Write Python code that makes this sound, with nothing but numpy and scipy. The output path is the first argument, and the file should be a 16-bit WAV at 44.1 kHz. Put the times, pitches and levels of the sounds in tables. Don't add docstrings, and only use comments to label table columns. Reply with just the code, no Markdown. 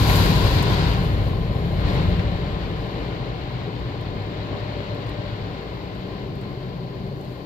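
import sys
import numpy as np
from scipy import signal
from scipy.fft import rfft, irfft
from scipy.io import wavfile
from scipy.ndimage import uniform_filter1d

SR = 44100
rng = np.random.default_rng(int(sys.argv[2]) if len(sys.argv) > 2 else 0)


def put_to_file(sound):
    columns = np.atleast_2d(sound).T
    safe = np.clip(columns, -1, 1)
    whole_steps = np.round(safe * 32767)
    wavfile.write(sys.argv[1], SR, whole_steps.astype(np.int16))


N = 328545
T = np.arange(N) / SR
HZ = np.maximum(np.arange(N // 2 + 1) * SR / N, 1)


def undb(db):
    return 10 ** (np.asarray(db) / 20)

def unit(sound):
    return sound / np.std(sound.mean(axis=0))

def curve(table):
    return np.interp(T, *np.transpose(table))

def wander(rate_hz):
    hold = int(SR / rate_hz)
    steps = np.repeat(rng.standard_normal(N // hold + 1), hold)
    smooth = uniform_filter1d(uniform_filter1d(steps, hold), hold)[:N]
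    return smooth / smooth.std()

def tone(table):
    hz, db = np.transpose(table)
    octaves_outside = np.abs(np.log2(HZ / np.clip(HZ, hz[0], hz[-1])))
    return undb(np.interp(np.log(HZ), np.log(hz), db) - 22 * octaves_outside)

def resonance(pitch_hz, width_hz):
    return 1 / (1 + .5j * pitch_hz / width_hz * (HZ / pitch_hz - pitch_hz / HZ)) ** 2

def shape(spectrum, gain):
    return unit(irfft(spectrum * gain, N))

def ring(spectrum, table):
    return sum(undb(db) * shape(spectrum, resonance(hz, width)) for hz, width, db in table)

def steady(sound, seconds):
    power = uniform_filter1d(sound.mean(axis=0) ** 2, int(seconds * SR))
    return sound / np.sqrt(uniform_filter1d(power, int(seconds * SR / 2)))

def impacts(per_s, scatter_db, direct):
    mic_gap_m, right_lag_ms = 0.11, 0.39
    hits = (rng.random((3, N)) < per_s / SR) * np.sign(rng.standard_normal((3, N)))
    strength = undb(scatter_db * np.clip(rng.standard_normal((3, N)), -2, 2))
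    straight, left, other = rfft(hits * strength)
    alike = np.sinc(2 * HZ * mic_gap_m / 343)
    around = np.array([left, alike * left + np.sqrt(1 - alike ** 2) * other])
    lag = np.exp(-2j * np.pi * HZ * right_lag_ms / 1000)
    return np.sqrt(direct) * np.array([straight, straight * lag]) + np.sqrt(1 - direct) * around

def echoes(fade_s, wet):
    tail = rng.standard_normal((2, N)) * np.exp(-np.log(1000) * T / fade_s) * (T > .002)
    return 1 + wet * rfft(tail / np.sqrt(np.sum(tail ** 2, axis=1, keepdims=True)))

def splats(hits, tone_table, decay_s, tail_s, tail_db):
    loudness = np.zeros((2, N))
    for start_s, level_db, pan_db in hits:
        age = np.maximum(T - start_s, 0)
        splat = (T >= start_s) * (np.exp(-age / decay_s) + undb(tail_db) * np.exp(-age / tail_s))
        loudness += undb(level_db + np.array([[pan_db], [-pan_db]]) / 2) * splat
    bursts = rfft(loudness * rng.standard_normal((2, N)))
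    gain = tone(tone_table)
    return irfft(bursts * gain / np.sqrt(np.mean(gain ** 2)), N)

# pitch_hz, left_minus_right_db
MIC_BALANCE = [(110, 2), (300, 3.5), (700, 6), (1300, 3), (2000, 1.5), (3100, 6), (4300, 12.5), (5500, 7.5),
               (8000, 6.5), (10000, -2), (13500, -15), (15700, -4)]
def microphones(sound):
    hz, db = np.transpose(MIC_BALANCE)
    tilt_db = np.interp(np.log(HZ), np.log(hz), db)
    gain = undb(np.array([tilt_db, -tilt_db]) / 2)
    gain /= np.sqrt(np.mean(gain ** 2, axis=0))
    trail_radians = 0.38 / (1 + (HZ / 600) ** 2)
    gain = gain * np.array([np.ones(len(HZ)), np.exp(-1j * trail_radians)])
    return irfft(rfft(sound) * gain, N)

# pitch_hz, level_db (in every table, levels are relative)
HISS_TONE = [(4500, 0), (6000, 2), (7600, 2.5), (8600, -26), (10500, -10), (12300, 8.5), (15700, 1)]
def mic_hiss():
    return undb(-71.5) * shape(rfft(rng.standard_normal((2, N))), tone(HISS_TONE))

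def rinse():
    jets = impacts(per_s=14000, scatter_db=2, direct=.1)
    return undb(-58.5) * shape(jets, resonance(pitch_hz=4370, width_hz=420)) * undb(0.66 * wander(4.8))

# start_s, end_s, pitch_hz, width_hz, level_db
GANTRY_HUMS = [(1.9, 2.5, 583, 28, -45.5), (3.197, 3.847, 126.4, 6.6, -35.5),
               (3.6, 5.45, 104.1, 6.2, -33.5), (4.5, 5.353, 588, 22.5, -43.5),
               (5.955, 7.253, 184, 15.3, -39), (6.153, 7.305, 385.7, 10.7, -42),
               (6.305, 7.2, 127, 13.3, -35.5)]
def gantry():
    rise_s, fall_s, idle_db = 0.13, 0.24, -12
    shake = impacts(per_s=3000, scatter_db=1, direct=.05)
    drone = np.zeros((2, N))
    for start_s, end_s, pitch_hz, width_hz, level_db in GANTRY_HUMS:
        swell = np.clip(np.minimum(1 + (T - start_s) / rise_s, 1 - (T - end_s) / fall_s), 0, 1)
        hum = steady(shape(shake, resonance(pitch_hz, width_hz)), seconds=0.18)
        drone += undb(level_db + idle_db * (1 - swell)) * hum
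    return drone

# pitch_hz, level_db
DROP_TONE = [(2000, -14), (5000, -3), (7600, 3.5), (9500, -5), (12400, 5), (15500, -10)]
# start_s, level_db, left_minus_right_db
DROP_HITS = [(0.1575, -28, -7), (0.626, -30, -5), (3.7938, -57, 4.5), (4.0103, -53, 3.5),
             (4.9467, -54, -2.5), (5.0674, -52, 4.5), (5.0923, -50, 5), (5.9499, -56, 1.0),
             (6.3535, -54, 2.5), (6.4123, -52, -1.0), (7.2105, -51, 1), (7.2479, -54, 3)]
def drops():
    return undb(-5) * splats(DROP_HITS, DROP_TONE, decay_s=0.0033, tail_s=0.017, tail_db=-9)

# pitch_hz, level_db
SPRAY_TONE = [(3530, -7.5), (6000, 0.5), (7320, 0), (8920, -8.5), (12400, 5), (13600, -2), (15500, -8)]
# time_s, level_db
SPRAY_AMOUNT = [(0.0, -43.5), (0.12, -39), (0.68, -52), (1.49, -67), (1.95, -61.5), (2.4, -71.5),
                (3.03, -71.5), (3.26, -80), (7.1, -75.5), (7.24, -68), (7.45, -71)]
def spray():
    fizz = shape(impacts(per_s=6600, scatter_db=5.5, direct=.05), tone(SPRAY_TONE))
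    return undb(1.5 + curve(SPRAY_AMOUNT)) * fizz * undb(1.3 * wander(29))

# pitch_hz, level_db
SLAP_TONE = [(500, 17), (1050, -11), (1400, 5), (2200, 7), (4300, -7), (6000, -19)]
# start_s, level_db, left_minus_right_db
SLAP_HITS = [(0.0972, -16, 7), (1.6457, -39, 0), (1.7944, -35, -1), (2.1939, -22, 6), (4.157, -48, 5),
             (4.8044, -31.5, 13), (5.2784, -32, 6)]
def slaps():
    return undb(-6) * splats(SLAP_HITS, SLAP_TONE, decay_s=.008, tail_s=0.023, tail_db=-19)

# pitch_hz, level_db
NEAR_TONE = [(410, -25), (700, -11), (804, -4.5), (876, -6.5), (1010, -0.5), (1250, -14.5), (1360, -8),
             (1700, -11), (3060, -12), (4130, -9.5), (4790, -13), (5450, -23), (9000, -36.5), (11700, -60),
             (19800, -120)]
FAR_TONE = [(530, -31.5), (900, -1), (1030, -5.5), (1170, -6.5), (1470, -7.5), (2080, -7), (2500, -10),
            (3030, -9.5), (3430, -11), (4160, -10), (5780, -30), (7570, -35), (9000, -51.5), (11700, -83),
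            (19800, -120)]
# pitch_hz, width_hz, level_db
GLASS_NOTES = [(1756, 34, -25), (2145, 77, -24.5), (3066, 41, -23.5)]
def swish(nearness):
    cabin = echoes(fade_s=0.054, wet=0.25)
    near_hits = impacts(per_s=9000, scatter_db=-1, direct=0.25) * cabin
    far_hits = impacts(per_s=14000, scatter_db=3, direct=0.37) * cabin
    near = shape(near_hits, tone(NEAR_TONE))
    far = unit(shape(far_hits, tone(FAR_TONE)) + ring(far_hits, GLASS_NOTES))
    return (np.sqrt(nearness) * near + np.sqrt(1 - nearness) * far) * undb(.5 * wander(18))

# pitch_hz, level_db
PANEL_TONE = [(195, 0), (255, 0.5), (350, 1), (430, 2), (510, -2), (620, -2.5), (690, -8), (810, -7),
              (880, -15), (1100, -11.5), (1300, -24.5)]
# pitch_hz, width_hz, level_db
PANEL_NOTES = [(175.6, 9.5, -11.5), (289.2, 13, -15), (474, 19, -26.5), (752, 115, -20.5), (1025, 58, -19)]
def patter():
    hits = impacts(per_s=3500, scatter_db=0.5, direct=0.36)
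    return unit(shape(hits, tone(PANEL_TONE)) + ring(hits, PANEL_NOTES)) * undb(.5 * wander(11))

# start_s, level_db, left_minus_right_db
KNOCK_HITS = [(0.699, -13.5, -9), (1.755, -27, 2), (4.392, -35, 6), (4.529, -15.5, 7), (4.559, -22, -7)]
def knocks():
    return undb(-10) * splats(KNOCK_HITS, PANEL_TONE, decay_s=0.014, tail_s=0.051, tail_db=-21)

# pitch_hz, width_hz, level_db
CABIN_NOTES = [(41.3, 10.4, -4.5), (59.6, 13.6, 3.5)]
BONNET_NOTES = [(88.3, 16, 0.5)]
BODY_NOTES = [(105.1, 34.6, 6.5), (130, 55, 1.5), (159.6, 9.1, -8.5)]
def drumming(press_db):
    soft_hz = 205
    thumps = impacts(per_s=450, scatter_db=0, direct=0.26) / np.sqrt(1 + (HZ / soft_hz) ** 10)
    bonnet_share = np.clip((press_db + 17.5) / 14, 0, 1)
    boom = steady(ring(thumps, CABIN_NOTES) + bonnet_share * ring(thumps, BONNET_NOTES), seconds=0.32)
    body = steady(ring(thumps, BODY_NOTES), seconds=0.093)
    return undb(-16.5 + press_db) * boom + undb(-17.5 + 0.82 * press_db) * body

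# time_s, level_db
BRUSH_PRESS = [(0, -18.5), (0.45, -20.0), (1.05, -24), (1.2, -23), (1.4, -26), (1.8, -25.0), (2.0, -22.5),
               (2.25, -24), (2.45, -29), (2.9, -33.0), (3.3, -35), (5.8, -38.5), (7.45, -43)]
# time_s, level_db
BRUSH_SWEEP = [(0.0, -31), (0.12, -27.5), (0.68, -32), (0.81, -31.5), (1.1, -39.5), (1.39, -44.5),
               (1.76, -43), (1.89, -36.5), (2.3, -42), (4.06, -45.5), (4.71, -43), (6.2, -48), (6.41, -50),
               (7.45, -52)]
def brush():
    full_press_db, full_sweep_db = -18, -28
    press_db = curve(BRUSH_PRESS) - full_press_db
    sweep_db = curve(BRUSH_SWEEP) - full_sweep_db
    patter_db = -25 + 0.18 * press_db + 0.35 * sweep_db
    nearness = np.clip((sweep_db + 11.6) / 9.8, 0, 1)
    return drumming(press_db) + undb(patter_db) * patter() + undb(-26.5 + sweep_db) * swish(nearness)

def scene():
    single_hits = drops() + slaps() + knocks()
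    return single_hits + mic_hiss() + microphones(brush() + spray() + gantry() + rinse())

def record(dry):
    bottom_hz, top_hz = 34, 15700
    no_rumble = signal.sosfilt(signal.butter(8, bottom_hz, "high", fs=SR, output="sos"), dry)
    return signal.sosfilt(signal.ellip(10, .2, 80, top_hz, fs=SR, output="sos"), no_rumble)


dry = scene()
out = record(dry)
put_to_file(out)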